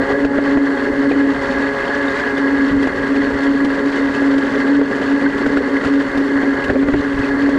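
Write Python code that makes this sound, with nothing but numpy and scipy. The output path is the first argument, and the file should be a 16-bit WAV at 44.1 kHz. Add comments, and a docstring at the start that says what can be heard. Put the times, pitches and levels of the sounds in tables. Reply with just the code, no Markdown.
"""A motor hums and booms close by: a model speed boat flat out on a lake, microphone in its open cockpit.
The hum sits on the orders of the shaft; as the boat bounces on the chop the propeller bites, booms in
the hull and drags the shaft down a little. The drive train whirrs, rattles and whines, water rushes and
slaps along the hull, bubbles plink, and spray hisses at the stern over a rumble of wind and chop.
The recorder's gain control ducks everything under the loudest booms and slaps."""
import sys
import numpy as np
from scipy import signal
from scipy.fft import rfft, irfft, next_fast_len
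from scipy.io import wavfile
from scipy.ndimage import uniform_filter1d

SR = 44100
rng = np.random.default_rng(int(sys.argv[2]) if len(sys.argv) > 2 else 0)


def dump_mix(stems):
    """Bounce the given channels to the path in sys.argv[1] as a 16-bit WAV at rate SR."""
    frames = np.atleast_2d(stems).T  # one column per channel
    limited = np.clip(frames, -1, 1)  # hard clip at full scale
    pcm = np.round(limited * 32767).astype(np.int16)
    wavfile.write(sys.argv[1], SR, pcm)


N = 334278
BLADES = 2
# spectrum of flying water, spray and splashes alike: (frequency [Hz], relative level [dB])
SPRAY_SPECTRUM = [(1500, -14), (2300, -0.5), (3050, 0), (3600, -4), (4200, -6), (4600, -5.5), (4950, -9.5),
                  (6000, -14), (7700, -16.5), (8300, -21.5), (10300, -26), (11400, -36.5), (12600, -33),
                  (15600, -47.5)]


def from_db(db):
    """Decibels to gain."""
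    return 10 ** (np.asarray(db) / 20)


def rms_one(x):
    """Scale to rms 1."""
    return x / np.sqrt(np.mean(np.abs(x) ** 2) + 1e-20)


def in_time(rows):
    """A curve's value at every sample."""
    return np.interp(np.arange(N) / SR, *np.transpose(rows))


def swing(rows):
    """A level curve in dB above and below its mean."""
    db = in_time(rows)
    return db - db.mean()


def swell(age, length, attack_s, release_s):
    """Attack, hold and release, 0 to 1."""
    return np.clip(np.minimum(age / attack_s, 1 + (length - age) / release_s), 0, 1)


def swells(rows, edge_s, fade_db_per_s=0):
    """The strength of a row of swells that rise, fade and let go alike."""
    t, strength = np.arange(N) / SR, np.zeros(N)
    for start, length, db in rows:
        shape = swell(t - start + edge_s / 2, length, edge_s, edge_s)
        strength = np.maximum(strength, shape * from_db(db - fade_db_per_s * np.clip(t - start, 0, 1)))
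    return strength


def drift(rate):
    """A smooth random curve of spread 1 that changes about rate times a second."""
    step, settle = 40, 2000
    pole = np.exp(-2 * np.pi * rate * step / SR)
    noise = rng.standard_normal(N // step + settle + 2)
    slow = signal.lfilter([1], [1, -2 * pole, pole * pole], noise)[settle:]
    return np.interp(np.arange(N) / step, np.arange(len(slow)), rms_one(slow))


def coloured(x, spectrum):
    """Shape a sound by (Hz, dB) points, falling 24 dB an octave past both ends; rms 1."""
    size = next_fast_len(N)
    points_hz, points_db = np.transpose(spectrum)
    knots = np.log2(points_hz)
    octave = np.log2(np.maximum(np.arange(size // 2 + 1) * SR / size, 1))
    octaves_outside = np.abs(octave - np.clip(octave, knots[0], knots[-1]))
    gain_db = np.interp(octave, knots, points_db) - 24 * octaves_outside
    return rms_one(irfft(rfft(x, size) * from_db(gain_db), size)[:N])


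def resonate(x, hz, width_hz):
    """One resonance, gain 1 on top."""
    r = np.exp(-np.pi * width_hz / SR)
    feedback = [1, -2 * r * np.cos(2 * np.pi * hz / SR), r * r]
    return signal.lfilter(np.array([1, 0, -1]) * (1 - r * r) / 2, feedback, x)


def grains(per_s, spread_db):
    """Tiny impacts at random moments, uneven in strength as the spread grows; rms 1."""
    sizes = from_db(spread_db * np.minimum(rng.exponential(1, N), 5))
    return rms_one(sizes * rng.choice([-1, 1], N) * (rng.random(N) < per_s / SR))


def partial(angle, unsteady, flutter_rate):
    """A tone of rms 1 whose unsteady share (0-1) flutters in strength and phase."""
    flutter = drift(flutter_rate) * np.cos(angle) + drift(flutter_rate) * np.sin(angle)
    steady = np.cos(angle + rng.uniform(0, 2 * np.pi))
    return np.sqrt(2 * (1 - unsteady ** 2)) * steady + unsteady * flutter


def buffet():
    """Wind and chop rumble around the cockpit; each lurch of the boat thumps and dies away."""
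    # steady rumble: (time [s], relative level [dB])
    rumble = [(0.0, -38.5), (1.41, -38.5), (1.92, -41.5), (2.79, -39.5), (3.08, -40.5), (6.04, -41.5),
              (7.58, -36.5)]
    # lurches of the boat: (start [s], length [s], relative level [dB])
    lurches = [(0.247, 0.033, -33), (0.555, 0.04, -33), (0.91, 0.036, -34), (2.696, 0.051, -32),
               (2.748, 0.044, -30), (3.325, 0.044, -31.5), (5.846, 0.032, -31), (6.693, 0.045, -28.5),
               (6.838, 0.03, -32), (6.93, 0.085, -22), (7.141, 0.031, -28), (7.185, 0.034, -28),
               (7.429, 0.056, -30)]
    # spectrum of the rumble: (frequency [Hz], relative level [dB])
    spectrum = [(12, -14.5), (28, -4), (52, -1.5), (80, -3.5), (130, -4.5), (220, -13), (400, -35)]
    steady = from_db(-38.5 + swing(rumble))
    thumps = from_db(6) * swells(lurches, edge_s=0.011, fade_db_per_s=150)
    lumpy_noise = rng.standard_normal(N) * from_db(2.4 * drift(30))
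    return np.hypot(steady, thumps) * coloured(lumpy_noise, spectrum)


def droplets(per_s, cycles, pitches=18):
    """Single drops tick on the deck, each ringing a few cycles at one of a set of pitches; rms 1."""
    hits = grains(per_s, spread_db=0)
    pitch_index = rng.integers(0, pitches, N)
    ticks = np.zeros(N)
    for k, hz in enumerate(np.geomspace(2400, 8200, pitches)):
        ticks += resonate(hits * (pitch_index == k) + 1e-18, hz, hz / cycles) * np.sqrt(3000 / hz)
    return rms_one(ticks)


def spray(churn):
    """Astern of the microphone, fine drops patter in clumps over a faint, even hiss of mist."""
    # spray at the stern: (time [s], relative level [dB])
    levels = [(0.0, -42), (1.24, -41.5), (2.17, -40), (4.6, -39.5), (4.66, -41.5), (7.58, -40.5)]
    patter = grains(per_s=7700, spread_db=1) + 0.8 * rng.standard_normal(N)
    dulled = rms_one(signal.sosfilt(signal.butter(1, 10500, fs=SR, output="sos"), patter))
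    drops = dulled + 0.55 * droplets(per_s=260, cycles=14)
    clumps = coloured(drops * from_db(2.2 * churn + 0.5 * drift(47)), SPRAY_SPECTRUM)
    mist = coloured(np.diff(rng.standard_normal(N + 1)), SPRAY_SPECTRUM)
    return from_db(-39.5 + swing(levels)) * clumps + from_db(-49) * mist


def wash():
    """Lumps of water drum along the hollow hull below the microphone, harder when a wave passes."""
    # water along the hull: (time [s], relative level [dB])
    levels = [(0.0, -24), (1.79, -27.5), (4.28, -25), (4.6, -22.5), (6.27, -26), (6.8, -24), (7.18, -32),
              (7.58, -19)]
    # waves surging past: (start [s], length [s], relative level [dB])
    surges = [(0.02, 0.039, -25), (0.1, 0.053, -19), (4.777, 0.072, -24), (5.4, 0.039, -14),
              (5.601, 0.037, -16), (5.863, 0.052, -16), (6.704, 0.072, -11)]
    # spectrum of the drumming hull: (frequency [Hz], relative level [dB])
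    spectrum = [(90, -31), (180, -10.5), (220, -4), (252, 5), (285, 2.5), (318, -9), (365, 0), (410, 3.5),
                (470, -2.5), (540, -2.5), (600, -5), (670, -22), (1000, -19), (2000, -47)]
    lumps = grains(per_s=1500, spread_db=1) * from_db(1.4 * drift(31))
    flow = from_db(-23.5 + 0.83 * swing(levels))
    waves = from_db(-6) * swells(surges, edge_s=0.026)
    return np.hypot(flow, waves) * coloured(lumps, spectrum)


def plinks(t60_at_1khz=0.03, rise_s=0.0012, glide_per_s=2.5, gain_db=-4.5):
    """A trapped bubble rings briefly, rising in pitch; small ones die sooner."""
    # ringing air pockets and drops: (time [s], starting pitch [Hz], relative level [dB])
    bubbles = [(0.101, 750, -5), (0.249, 430, -4), (0.248, 2630, -13), (0.386, 550, 1), (1.111, 764, -12),
               (1.115, 2440, -9), (2.081, 3660, -14), (2.37, 3460, -17), (2.495, 894, -11),
               (3.217, 1900, -7), (4.812, 450, 6), (5.014, 707, -17), (5.263, 1543, 2.5), (5.459, 1510, -3),
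               (5.571, 1440, 0.5), (5.604, 471.4, 0), (5.766, 1988, -3.5), (5.848, 1390, -4),
               (6.44, 711, -8), (6.64, 2729, -12), (6.698, 1730, 0.5), (6.701, 714, -20),
               (7.239, 2550, -15)]
    out = np.zeros(N)
    for time_s, hz, level_db in bubbles:
        start = int(time_s * SR)
        age = np.arange(N - start)[:SR // 20] / SR
        t60 = t60_at_1khz * (1000 / hz) ** (1 / 3)
        strength = (1 - np.exp(-age / rise_s)) * from_db(level_db + gain_db - 60 * age / t60)
        phase = 2 * np.pi * hz * age * (1 + glide_per_s * age / 2)
        out[start:start + len(age)] += strength * np.sin(phase)
    return out


def slaps(rise_s=0.0016, slosh_t60=0.063, splash_rise_s=0.0027, splash_t60=0.068):
    """Each wavelet knocks the hull into its modes, sloshes along it and throws a short splash."""
    # wavelets meeting the hull: (time [s], relative thud level [dB], relative splash level [dB])
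    wavelets = [(0.1, -20, -50), (0.248, -7, -28), (0.383, -9, -42), (0.571, -4.5, -35), (1.111, -9, -37),
                (1.891, -15, -51), (2.081, -37, -37), (2.376, -20, -31), (2.825, -13, -30.5),
                (2.87, -12.5, -34), (3.27, -16, -45), (3.645, -15, -30), (3.799, -21, -42),
                (4.22, -11, -37), (4.379, -16, -28), (4.812, -6, -35), (4.911, -14, -39),
                (5.014, -14.5, -37), (5.379, -22, -32), (5.461, -8.5, -32), (5.570, -8, -30),
                (5.846, -17.5, -30), (6.173, -13.5, -30), (6.431, -12.5, -38), (6.64, -36, -29.5),
                (6.699, -4, -30), (6.755, -14, -49), (6.829, -9.5, -48), (6.885, -7.5, -40),
                (6.937, -3, -42), (7.489, -9.5, -28)]
    # modes of the hull: (frequency [Hz], relative level [dB], t60 [s])
    hull_modes = [(58.5, -14, 0.073), (269, 0, 0.095), (411, -1.5, 0.071), (538, -2, 0.033),
                  (750, -11.5, 0.018), (1430, -5, 0.019), (1900, -3, .014)]
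    # spectrum of the slosh: (frequency [Hz], relative level [dB])
    slosh_spectrum = [(60, -18.5), (200, -10.5), (260, -1), (320, 3.5), (400, -2), (550, 0.5), (750, -7),
                      (1300, -16.5), (1700, -14.5), (2080, -20.5), (2350, -19), (4000, -43)]
    knock, slosh, splash = np.zeros((3, N))
    for time_s, thud_db, splash_db in wavelets:
        start = int(time_s * SR)
        age = np.arange(N - start)[:SR // 3] / SR
        span = slice(start, start + len(age))
        rise = 1 - np.exp(-age / rise_s)
        # every wavelet meets the hull at another spot, so each mode gets a strength of its own
        strengths = from_db(thud_db + rng.normal(0, 1.5, len(hull_modes)))
        strengths *= rng.choice([-1, 1], len(hull_modes))
        for strength, (hz, mode_db, t60) in zip(strengths, hull_modes):
            decay = from_db(mode_db - 60 * age / t60)
            knock[span] += rise * strength * decay * np.sin(2 * np.pi * hz * age)
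        slosh[span] += rise * from_db(thud_db - 1.5 - 60 * age / slosh_t60)
        splash_rise = 1 - np.exp(-age / splash_rise_s)
        splash[span] += splash_rise * from_db(splash_db + 3.5 - 60 * age / splash_t60)
    slosh_noise = coloured(rng.standard_normal(N), slosh_spectrum)
    splash_noise = coloured(rng.standard_normal(N), SPRAY_SPECTRUM)
    return knock + slosh * slosh_noise + splash * splash_noise


def whirr(angle, load_db, churn):
    """Gears and shaft rattle, bunched twice a turn; they shake the hull's panels and ring the motor."""
    # response of the panels: (frequency [Hz], relative level [dB])
    panel_spectrum = [(550, -16), (700, -3), (790, -8.5), (860, -1.5), (1000, -2.5), (1150, 0), (1320, -5),
                      (1450, -1), (1680, 2), (1820, 0), (1950, 0.5), (2100, -2), (2250, -17.5), (2700, -33)]
    # narrow rings of the motor and its mount: (frequency [Hz], nominal width [Hz], level [dB])
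    motor_rings = [(1646, 100, -39), (4372, 80, -49.5)]
    rattle = grains(per_s=5000, spread_db=0.5) * (1 + 0.11 * np.cos(2 * angle))
    rattle *= from_db(1.03 * churn + drift(42))
    panels = from_db(-25.5) * coloured(rattle, panel_spectrum)
    rings = np.zeros(N)
    for hz, width_hz, level_db in motor_rings:
        ring = resonate(rattle, hz, 1.8 * width_hz)
        rings += from_db(level_db) * rms_one(resonate(ring, hz, 1.8 * width_hz))
    return from_db(load_db) * (panels + rings)


def whine(angle, load_db, twist_hz=3.5, throb_db=2.2):
    """A thin tone, twelve beats a turn, that wavers as the shaft twists back and forth under load."""
    twist = 2 * np.pi * np.cumsum(twist_hz * drift(16)) / SR
    strength = from_db(-33 + 1.3 * load_db + throb_db * drift(14))
    return strength * partial(12 * angle + twist, unsteady=0.31, flutter_rate=24)


def motor(angle, load_db):
    """Shaft orders, close up: the middle ones buzz, the high ones flutter fast and follow the load."""
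    # tones of the shaft: (order [per turn], level [dB], unsteady share [0-1])
    orders = [(1, -45, 0.7), (3, -31, 0.28), (4, -35, 0.34), (5, -47, 0.5), (6, -44, 0.7), (7, -45.5, 0.9),
              (8, -42.5, 0.6), (10, -42, 0), (11, -46, 1), (13, -44, 1), (14, -40, 0.7), (15, -46.5, 1)]
    # buzz of the middle orders: (time [s], gain [dB])
    buzz = [(0, 10), (.6, 5.5), (1.2, 6), (1.6, 7), (2.3, 4.5), (2.7, -3.5), (3.3, 2.5), (5.4, -2),
            (6.6, 1), (7.58, -2)]
    out, buzz_db = np.zeros(N), in_time(buzz)
    for order, level_db, unsteady in orders:
        follows_db = buzz_db if order < 7 else load_db
        share = {1: 0, 3: 0.45}.get(order, 1)  # the lowest orders follow less, or not at all
        tone = partial(order * angle, unsteady, flutter_rate=2.6 * order)
        out += from_db(level_db + share * follows_db) * tone
    return out


def bites(attack_s=0.0506, release_s=0.04017, lead_s=0.025, growth_db_per_s=6, sag_hz_per_s=18.7):
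    """Each bite sets in, grows and lets go as the shaft sags: (strength, change of blade beat [Hz])."""
    # the propeller digs into the chop: (start [s], length [s], relative level [dB])
    digs = [(0.224, 0.048, -14), (0.5, 0.054, -15.5), (0.556, 0.096, -12.5), (0.675, 0.074, -24),
            (1.064, 0.072, -16.5), (1.161, 0.152, -12.5), (2.418, 0.057, -14), (2.517, 0.042, -15),
            (2.606, 0.085, -14.5), (2.726, 0.093, -12.5), (3.095, 0.041, -15.5), (3.163, 0.053, -15),
            (3.454, 0.064, -12), (3.528, 0.048, -17.5), (3.602, 0.048, -14), (3.66, 0.029, -13),
            (3.85, 0.033, -13), (4.023, 0.044, -15), (4.214, 0.19, -13), (4.681, 0.16, -12),
            (5.101, 0.084, -14.5), (5.237, 0.039, -7.5), (5.432, 0.069, -19.5), (5.535, 0.048, -13),
            (5.732, 0.026, -13), (5.897, 0.11, -13), (6.159, 0.058, -16.5), (6.312, 0.081, -17),
            (6.46, 0.053, -14), (6.506, 0.029, -15.5), (6.755, 0.1, -13.5), (6.867, 0.036, -15),
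            (6.927, 0.068, -14), (7.415, 0.09, -12), (7.509, 0.07, -14.5)]
    t = np.arange(N) / SR
    strength, sag_hz = np.zeros((2, N))
    for start, length, level_db in digs:
        shape = swell(t - start + lead_s, length + lead_s / 2, attack_s, release_s)
        past_middle_s = np.clip(t - start - length / 2, -length, length)
        strength = np.maximum(strength, shape * from_db(level_db + 1 + growth_db_per_s * past_middle_s))
        sag_hz -= sag_hz_per_s * shape * past_middle_s
    return strength, sag_hz


def propeller(angle, bite, free_running_db=-22, throb_db=2.4):
    """Two blades beat against the hull: a throbbing hum that booms when they bite deeper."""
    # hum between bites: (time [s], relative level [dB])
    levels = [(0, -0.5), (.6, 5.5), (.8, -2), (.9, 3), (1.2, 3.5), (1.42, -8.5), (1.62, 1), (1.76, -11),
              (1.9, -12), (2.04, 8.5), (2.18, -13.5), (2.4, 3), (2.9, -0.5), (4.6, 2.5), (5.35, -2.5),
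              (6.3, 3), (6.65, -1.5), (7.58, 3.5)]
    hum = from_db(free_running_db + in_time(levels) + throb_db * drift(19))
    return np.hypot(bite, hum) * partial(BLADES * angle, unsteady=0.2, flutter_rate=30)


def scene():
    """Mono, in the cockpit: one shaft drives the machine's tones; churn shakes rattle and spray alike."""
    # shaft speed, as the beat of the blades: (time [s], frequency [Hz])
    blade_beat = [(0.0, 271.1), (0.17, 280.9), (1.86, 275.4), (1.96, 282.8), (2.13, 271.7), (2.2, 290),
                  (2.3, 275.8), (3.95, 277.7), (4.65, 275.4), (4.79, 282), (5.0, 273.7), (5.19, 280),
                  (6.67, 276.2), (6.73, 268.3), (6.95, 286.9), (7.11, 276.6), (7.5, 280.5), (7.58, 276.1)]
    # load on the drive train: (time [s], relative level [dB])
    load = [(0.0, -36), (0.02, -30.5), (1.56, -31), (1.58, -27.5), (2.7, -26.5), (2.72, -29.5),
            (4.68, -30.5), (4.75, -32), (5.85, -30), (5.87, -35), (6.71, -27), (6.73, -37.5), (7.26, -31.5),
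            (7.33, -26), (7.45, -32), (7.58, -27)]
    bite, sag_hz = bites()
    wander = 1 + 0.003993 * drift(7.98)
    shaft_hz = (in_time(blade_beat) + sag_hz) / BLADES * wander
    angle = 2 * np.pi * np.cumsum(shaft_hz) / SR
    churn = 0.88 * drift(18) + 0.5 * drift(2.5)
    load_db = swing(load)
    mild_load_db = 0.34 * load_db
    tones = propeller(angle, bite) + motor(angle, mild_load_db) + whine(angle, load_db)
    machine = tones + whirr(angle, mild_load_db, churn)
    water = wash() + slaps() + plinks() + spray(churn)
    return (machine + water + buffet())[None]


def gain_control(x, threshold_db=-11.5, squeeze=0.7, recovery_db_per_s=65, sense_s=0.0038):
    """The recorder's gain drops at once when the sound passes the threshold, then creeps back."""
    size = int(sense_s * SR)
    level_db = 10 * np.log10(np.abs(uniform_filter1d(x[0] ** 2, size)) + 1e-12)
    excess_db = np.maximum(level_db - threshold_db, 0)
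    recovery_db = recovery_db_per_s * np.arange(N) / SR
    cut_db = np.maximum.accumulate(squeeze * excess_db + recovery_db) - recovery_db
    return x * from_db(-uniform_filter1d(cut_db, size))


def record(dry, ceiling=0.8, cutoff_hz=15700):
    """The recorder on board ducks the loud moments, rounds the highest peaks and cuts the top."""
    held = gain_control(dry * from_db(0.26))
    rounded = held / (1 + (np.abs(held) / ceiling) ** 6) ** (1 / 6)
    return signal.sosfilt(signal.ellip(10, 0.1, 80, cutoff_hz, fs=SR, output="sos"), rounded)


dry = scene()
out = record(dry)
dump_mix(out)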